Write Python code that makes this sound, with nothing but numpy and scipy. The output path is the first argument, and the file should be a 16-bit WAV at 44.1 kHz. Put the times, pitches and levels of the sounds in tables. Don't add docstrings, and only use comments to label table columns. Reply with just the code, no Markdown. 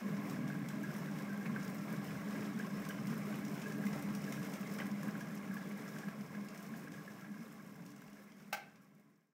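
import sys
import numpy as np
from scipy import signal
from scipy.fft import rfft, irfft, next_fast_len
from scipy.io import wavfile
from scipy.ndimage import uniform_filter1d

SR = 44100
rng = np.random.default_rng(int(sys.argv[2]) if len(sys.argv) > 2 else 0)


def store_pcm(level_fs):
    pcm = np.round(np.clip(level_fs, -1, 1) * 32767).astype(np.int16)
    wavfile.write(sys.argv[1], SR, np.atleast_2d(pcm).T)


N = 411453


def gain_of(db):
    return 10 ** (np.asarray(db) / 20)


def evened(x):
    return x / np.sqrt(np.mean(x ** 2) + 1e-20)


def read(points, hz):
    f, value = np.transpose(points)
    return np.interp(np.log(hz + 1), np.log(f + 1), value)


def level_over_time(points):
    return np.interp(np.arange(N) / SR, *np.transpose(points))


def add(mix, s, sound):
    part = mix[round(s * SR):][:len(sound)]
    part += sound[:len(part)]


def coloured(x, points):
    n = next_fast_len(len(x), True)
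    gain = gain_of(read(points, np.fft.rfftfreq(n, 1 / SR)))
    return irfft(rfft(x, n) * gain, n)[:len(x)]


def resonate(x, modes):
    out = 0
    for k, (hz, width, db) in enumerate(modes):
        out = out + (-1) ** k * gain_of(db) * signal.lfilter(*signal.iirpeak(hz, hz / width, SR), x)
    return out


def scattered(per_s, spread_db):
    place, size, sign = rng.random((8000, 3))[:int(per_s * N / SR)].T
    out = np.zeros(N)
    size_db = spread_db * np.minimum(-np.log(size), 3.5)
    out[(place * N).astype(int)] = gain_of(size_db) * np.sign(sign - .5)
    return out


def surging(per_s, depth_db):
    knots = rng.standard_normal(1000)
    return gain_of(depth_db * np.interp(np.arange(N) / SR * per_s, np.arange(1000), knots))


def bubble(hz, cycles, glide):
    u = np.arange(0, 1, hz / (2 * cycles * SR))
    phase = 2 * np.pi * 2 * cycles * (u + glide * (u ** 2 - u) / 2)
    return np.sin(phase) * 5 * u * np.exp(1 - 5 * u) * (1 - u)


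# (frequency [Hz], width [Hz], level [dB])
HUM_MODE = [(201.7, 16.2, 0)]
# (frequency [Hz], width [Hz], level [dB])
BASE_MODES = [(120.2, 24, -12.5), (158.5, 15.4, -1), (246.2, 12.4, -7), (274.9, 13.8, -4),
              (293.4, 19.3, -4)]


def thumping(modes, evenness):
    rung = resonate(scattered(per_s=600, spread_db=2.5), modes)
    if len(modes) == 1:
        hz, width, _ = modes[0]
        rung = resonate(rung, [(hz, 2.1 * width, 0)])
    rung = signal.sosfilt(signal.butter(6, [112, 308], "band", fs=SR, output="sos"), rung)
    power = abs(uniform_filter1d(rung ** 2, size=SR // 15))
    return evened(rung / (power + 0.051 * power.mean()) ** (evenness / 2))


# (time [s], level [dB] added to the thumping)
HUM_SWELLS = [(0.07, 4), (0.19, 3), (0.27, -7), (0.45, 4.5), (0.61, -2), (1.03, 1.5), (1.34, 4), (1.5, 7),
              (1.68, 3.5), (1.95, 4), (2.21, 0), (2.27, 4.5), (2.56, 6), (2.76, 9), (2.85, -18), (3.02, 4),
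              (3.1, 9), (3.43, 2.5), (3.86, 12.5), (3.99, -7), (4.08, 7), (4.21, 3.5), (4.78, 2), (4.85, 6),
              (4.94, 5.5), (5.08, 7.5), (5.42, -1), (5.52, 8.5), (5.73, 6.5), (6.08, 9.5), (6.19, 8),
              (6.4, 10.5), (6.74, 9), (6.81, -7), (6.96, -5), (7.03, -1), (7.32, 8), (7.41, 11.5),
              (7.48, -14), (7.63, -1), (7.71, 4), (7.82, 4.5), (7.93, 3), (8.12, 3), (8.41, 9.5),
              (8.49, 10), (8.62, -3), (8.71, -4), (8.9, 1), (8.96, 7.5), (9.27, -7)]
# (time [s], level [dB])
THUMP_LEVEL = [(0.0, -43), (1.0, -45.5), (4.0, -45.5), (6.5, -47.5), (7.2, -47.5), (8.7, -48.5),
               (9.33, -46.5)]
SWELL_S = 0.028


def swelling(share):
    t = np.arange(0, N, 100) / SR
    swell_db = sum(db * np.exp(-((t - s) / SWELL_S) ** 2) for s, db in HUM_SWELLS)
    level_db = share * swell_db + np.interp(t, *np.transpose(THUMP_LEVEL))
    return gain_of(np.interp(np.arange(N) / SR, t, level_db))


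# (frequency [Hz], colour [dB per Hz])
GURGLE_COLOUR = [(250, -65), (340, -3), (480, -6), (650, -8), (900, -12), (1350, -10), (2400, -15.5),
                 (3000, -22), (4500, -26), (8000, -40)]
GURGLE_DB = -53


def gurgle(surge):
    bubbles = np.zeros(N)
    for hz in np.geomspace(320, 4000, num=20):
        bubbles += signal.oaconvolve(scattered(per_s=48, spread_db=3.5), bubble(hz, 11.9, 0.21))[:N]
    bubbles = evened(coloured(bubbles, [(300, -13.0), (4000, 4.5)]))
    water = (rng.standard_normal(N) + gain_of(-9.5) * bubbles) * surge
    return evened(coloured(water, GURGLE_COLOUR))


# (frequency [Hz], colour [dB per Hz])
SPRAY_COLOUR = [(1200, -22), (2500, -8.5), (4300, -13.5), (5400, -4), (7400, -6.5), (8400, -7.5),
                (10300, -11), (13800, -7), (15700, -8.5)]
# (frequency [Hz], width [Hz], level [dB over the spray])
GLASS_WALL = [(5200, 200, -0.5)]


def spray(surge):
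    t = np.arange(1500) / SR
    drops = rng.standard_normal(N)
    for colour in ([(6000, -1), (11000, -11)], [(6000, -8), (11000, -2)]):
        ticks = signal.oaconvolve(abs(scattered(per_s=50, spread_db=1.8)), gain_of(-60 * t / .03))[:N]
        drops = drops + gain_of(-2.0) * coloured(rng.standard_normal(N) * evened(ticks), colour)
    drops = coloured(surge * drops, SPRAY_COLOUR)
    glass = surging(per_s=12, depth_db=3.5) * resonate(drops, GLASS_WALL)
    return evened(drops + glass)


# (time [s], level [dB])
SPRAY_LEVEL = [(0.0, -63), (1.3, -62), (2.5, -62), (4.3, -60), (5.5, -61.5), (7.0, -60), (8.0, -59.5),
               (9.33, -59)]


def spray_growth():
    return gain_of(level_over_time(SPRAY_LEVEL))


# (frequency [Hz], width of the first pass [Hz], level [dB over the slosh])
AIR_MODES = [(429.4, 23, -2.5), (570.5, 14, -10.5), (624.6, 39, -5), (805.6, 19, -10), (1044, 52, -4),
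             (1125, 32, -6), (1635, 48, -4), (2087, 300, -5), (2170, 110, -8)]
SLOSH_DB = -61.5


def cavity():
    out = np.zeros(N)
    for hz, width, db in AIR_MODES:
        slaps = evened(scattered(per_s=60, spread_db=4.5))
        drive = rng.standard_normal(N) + gain_of(-3.5) * slaps
        once = resonate(surging(per_s=36, depth_db=3.5) * drive, [(hz, width, 0)])
        out += gain_of(db) * evened(resonate(once, [(hz, 2 * width, 0)]))
    return out


def chirrups():
    out = np.zeros(N)
    for hz in [1049, 1122, 1326, 1623, 1664, 1720, 2060, 2200]:
        blip = bubble(hz, 12.6, 0.094 * rng.standard_normal())
        out += signal.oaconvolve(scattered(per_s=14.0, spread_db=1.0), blip)[:N]
    return evened(out)


def low_rumble():
    colour = [(20, -33), (60, -19.0), (76, -26), (96, -2), (125, -50)]
    noise = evened(coloured(rng.standard_normal(N), colour))
    return gain_of(-75.0) * surging(per_s=3.66, depth_db=3.5) * noise


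# (frequency [Hz], time to fall 60 dB [s])
KITCHEN_DECAY = [(200, 1), (700, 0.36), (1500, 0.46), (3000, 0.45), (6000, 0.27), (14000, 0.22)]


def kitchen(x):
    taps = np.zeros(SR)
    at = np.arange(300, SR - 20, 20)
    taps[at + rng.integers(0, 20, len(at))] = rng.choice([-1., 1.], len(at))
    hz, t, z = signal.stft(taps, SR, nperseg=256)
    decay = gain_of(-60 * t / read(KITCHEN_DECAY, hz)[:, None])
    tail = signal.istft(z * decay, SR, nperseg=256)[1]
    return signal.fftconvolve(x, tail / np.linalg.norm(tail))[:N]


# (time [s], level [dB], tilt [dB per octave])
GLASS_DROPS = [(0.167, -38, -9), (0.221, -59, -5), (0.297, -35.5, -4.5), (0.477, -38, -7),
               (0.6867, -33.5, -5), (0.832, -39, 1), (0.9383, -41, -7), (0.9638, -38, -1),
               (1.186, -37.5, -5), (1.7444, -38, 8), (2.3084, -38.5, -7), (2.5905, -39, -2),
               (2.772, -36, -12), (2.85, -34, -7), (2.8886, -32.5, 0.0), (3.0706, -35.5, -4),
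               (3.4494, -35.5, -4), (3.5154, -42, -2), (3.618, -33.5, -7.5), (3.7219, -37.5, -3),
               (3.8664, -35, -4), (3.9325, -34, -12), (3.993, -41, -1), (4.024, -36, -1), (4.088, -35, -12),
               (4.15, -32, -4), (4.3233, -31, -4), (4.428, -38, -5), (4.537, -35, -4), (4.7375, -37, 4),
               (4.786, -32.5, -6), (4.8663, -37, 2), (5.03, -35.5, 0), (5.0789, -38, 9), (5.206, -37, -4),
               (5.541, -35, 5), (5.7748, -39, 4), (5.9852, -33, -4), (6.4854, -34.5, -6), (6.5525, -40, 10),
               (6.575, -35.5, -3), (6.6274, -36, 2), (6.9194, -34, -6.5), (7.663, -38.5, 2),
               (7.862, -32.5, -4), (7.904, -37, -2), (7.917, -35, -4), (7.961, -34.5, -3.5),
               (8.017, -36, -2), (8.08, -36, -8), (8.13, -36, -5), (8.319, -33.5, -8), (8.399, -35, -8),
               (8.757, -29.5, -9), (8.9965, -37, 4)]


def splats():
    out, t, hz = np.zeros(N), np.arange(2048) / SR, np.array([1000, 16000])
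    envelope = gain_of(-60 * t / 0.021) * (1 - np.exp(-t / 0.0057))
    noises = rng.standard_normal((len(GLASS_DROPS), 2048))
    for (s, db, tilt_db), noise in zip(GLASS_DROPS, noises):
        tilt = np.c_[hz, tilt_db * np.log2(hz / 6000)]
        noise = evened(coloured(coloured(noise, SPRAY_COLOUR), tilt))
        add(out, s - .001, gain_of(db) * envelope * noise)
    return out


# (time [s], level [dB], frequency [Hz], length [cycles], slap level [dB over the tone])
LARGE_BUBBLES = [(0.209, -47, 1080, 9.2, -17), (0.250, -54, 2100, 12, -10), (0.263, -49, 1080, 8.5, -14),
                 (0.366, -46, 1610, 14, -17), (0.5026, -39.5, 1590, 9.1, -19), (0.5317, -46, 1640, 13, -16),
                 (0.5507, -46, 1580, 12, -12), (0.702, -46, 1630, 13, -10), (0.734, -48, 1080, 10, -16),
                 (0.837, -41, 1640, 23, -16), (1.086, -45, 1590, 13, -10), (1.199, -46, 1630, 14, -2),
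                 (1.2995, -44.5, 1590, 35, -18), (1.324, -43.5, 1604, 19, -14), (1.341, -44, 1610, 11, -3),
                 (1.419, -45, 1634, 20, -20), (1.4576, -44.5, 1600, 12, 10), (1.465, -50, 2280, 14, 6),
                 (1.563, -34, 1620, 10.4, -6), (1.754, -48, 2100, 12, -12), (1.998, -54, 1080, 10, -14),
                 (2.004, -45, 1630, 16, -18), (2.0393, -48, 1020, 9.3, -13), (2.0834, -51, 2980, 12, -13),
                 (2.106, -45.5, 1690, 15, 5), (2.353, -45.5, 1650, 28, -19), (2.452, -57, 1310, 10, -14),
                 (2.599, -37.5, 1634, 13, -4), (2.634, -44, 1615, 18, -14), (2.645, -44, 1075, 15, -14),
                 (2.865, -46, 1080, 12, -14), (2.896, -42, 1630, 24, -5), (2.9063, -44, 1630, 20, -1),
                 (2.985, -48, 1600, 18, -16), (2.9067, -47, 3000, 20, 8), (3.106, -47, 1620, 16, -19),
                 (3.127, -48, 1070, 11, 8), (3.129, -48, 1620, 12, -14), (3.3278, -44, 1570, 17, -7),
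                 (3.342, -52.5, 2980, 19, 12), (3.634, -46, 1630, 24, -12), (3.642, -46, 2590, 12, -4),
                 (3.6593, -42, 1664, 26, -12), (3.679, -47, 1670, 24, -16), (3.714, -45.5, 1644, 20, -12),
                 (3.8389, -45, 1660, 10.0, 5), (3.8686, -42.5, 2060, 14, -2), (4.279, -42.5, 1664, 15, -7),
                 (4.3241, -44.5, 2160, 16, -14), (4.631, -48.5, 2590, 12, 6), (4.663, -45, 2100, 14, -12),
                 (4.708, -47, 1070, 11, -14), (4.7901, -45, 1610, 17, 5), (4.802, -36, 2050, 11, 0),
                 (4.803, -46, 3020, 12, -9), (4.819, -35.5, 1620, 11, -3.5), (5.0311, -43, 1080, 6.5, -4),
                 (5.032, -43, 1750, 7.2, -8), (5.074, -51, 1670, 12, -15), (5.086, -40, 1660, 14, -2),
                 (5.154, -40.5, 1590, 7.5, -6), (5.211, -39.5, 1640, 14, -7), (5.511, -41.5, 1620, 17, -22),
                 (5.569, -36, 1650, 13, -3.5), (5.7129, -46, 2200, 13, 5), (5.878, -47, 1660, 17, -10),
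                 (5.966, -43, 1610, 13, -10), (6.0338, -40, 1670, 16, -16), (6.084, -39, 1630, 10, 1.5),
                 (6.349, -41.5, 1685, 14, 2), (6.558, -44, 1664, 16, -20), (6.697, -46, 1080, 9.3, -14),
                 (6.74, -38, 1650, 8.9, -10), (6.874, -40.5, 1620, 13, -5), (6.94, -41.5, 1640, 18, -18),
                 (6.982, -46, 1670, 18, -14), (7.079, -37, 1660, 13, -15), (7.222, -45, 1350, 10, -12),
                 (7.2458, -41.5, 1634, 15, 0), (7.341, -45, 1620, 19, -14), (7.372, -43, 1630, 12, -14),
                 (7.599, -44, 1640, 13, -14), (7.604, -47, 1070, 10, -14), (7.756, -48, 1640, 14, -16),
                 (8.022, -40.5, 1630, 12, -9), (8.169, -44, 1680, 13, -16), (8.709, -46, 1620, 14, -14),
                 (8.808, -45, 1330, 10, -14)]


def plops():
    out, t = np.zeros(N), np.arange(1024) / SR
    envelope = gain_of(-60 * t / 0.044) * (1 - np.exp(-t / 0.0046))
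    brighter = [(300, -14), (2400, -6.0), (3800, -12)]
    noises = rng.standard_normal((len(LARGE_BUBBLES), 1024))
    for (s, db, hz, cycles, slap_db), noise in zip(LARGE_BUBBLES, noises):
        glide = 0.01 + 0.041 * noise[0]
        add(out, s - .0015, gain_of(db) * bubble(hz, max(cycles, 2), glide))
        slap = evened(coloured(coloured(noise, GURGLE_COLOUR), brighter))
        add(out, s - .002, gain_of(db + slap_db) * envelope * slap)
    return out


# (time [s], level [dB])
LEVER_CONTACTS = [(8.5262, -26), (8.5283, -10), (8.5312, -11), (8.5345, -15), (8.5412, -15), (8.5475, -18),
                  (8.572, -26)]
# (frequency [Hz], colour [dB per Hz])
RATTLE_COLOUR = [(60, -20), (420, -6.5), (800, 5.5), (1000, -5.5), (1330, 2.5), (1700, 1), (2550, 0.5),
                 (3000, -5.5), (3700, -11), (5300, -7), (9500, -19), (11300, -16), (15500, -15)]
# (frequency [Hz], time to fall 60 dB [s], level [dB over the contact])
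SHELL_MODES = [(450, 0.041, -30), (635, 0.06, -20), (810, 0.05, -18), (1330, 0.036, -15),
               (1550, 0.038, -13), (1690, 0.04, -21), (2090, 0.035, -17), (2570, 0.025, -26.5),
               (3250, 0.023, -25)]
# (frequency [Hz], width per pass [Hz], level [dB])
BASE_HOLLOW = [(790, 96, -26.5)]
RATTLE_DB = -1


def switch():
    rattle, rung, t = np.zeros(N), np.zeros(N), np.arange(12000) / SR
    ring = np.zeros(len(t))
    for k, (hz, t60, db) in enumerate(SHELL_MODES):
        ring += (-1) ** k * gain_of(db - 60 * t / t60) * np.sin(2 * np.pi * hz * t)
    ring = ring * (1 - np.exp(-t / 0.0012))
    noises = rng.choice([-1., 1.], (len(LEVER_CONTACTS), 12000))
    for (s, db), noise in zip(LEVER_CONTACTS, noises):
        add(rattle, s, gain_of(db + RATTLE_DB - 60 * t / 0.036) * noise)
        add(rung, s, gain_of(db) * noise[0] * ring)
    snap = coloured(rattle, RATTLE_COLOUR) + rung
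    (hz, width, db), = BASE_HOLLOW
    mode = [(hz, width, 0)]
    hollow = evened(resonate(resonate(rng.standard_normal(12000), mode), mode))
    envelope = gain_of(db - 60 * t / 0.22) * (1 - np.exp(-t / 0.021))
    add(snap, LEVER_CONTACTS[4][0], hollow * envelope)
    return snap


def scene():
    surge = surging(per_s=20, depth_db=1.5)
    hum = swelling(1.0) * thumping(HUM_MODE, evenness=0.99)
    base = gain_of(-2.5) * swelling(0.13) * surging(per_s=8, depth_db=2.0)
    base = base * thumping(BASE_MODES, evenness=0.23)
    boil = hum + base + gain_of(GURGLE_DB) * gurgle(surge) + spray_growth() * spray(surge)
    ringing = gain_of(SLOSH_DB) * (cavity() + gain_of(-3.0) * chirrups())
    drops, tones, snap = splats(), plops(), switch()
    to_room = gain_of(-14.5) * (boil + ringing) + gain_of(-8.5) * tones
    to_room = to_room + gain_of(-3.0) * drops + gain_of(-8.5) * snap
    close = boil + ringing + low_rumble() + tones + drops + snap
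    return (close + kitchen(to_room))[None]


FADE_FROM_S, FADE_TO_S = 4.67, 9.38
EDGE_HZ = 15750


def record(dry):
    fade = np.clip((FADE_TO_S - np.arange(N) / SR) / (FADE_TO_S - FADE_FROM_S), 0, 1)
    band_limit = signal.firwin(511, EDGE_HZ, window=("kaiser", 9), fs=SR)
    return signal.oaconvolve(dry * fade, band_limit[None], "same")


dry = scene()
out = record(dry)
store_pcm(out)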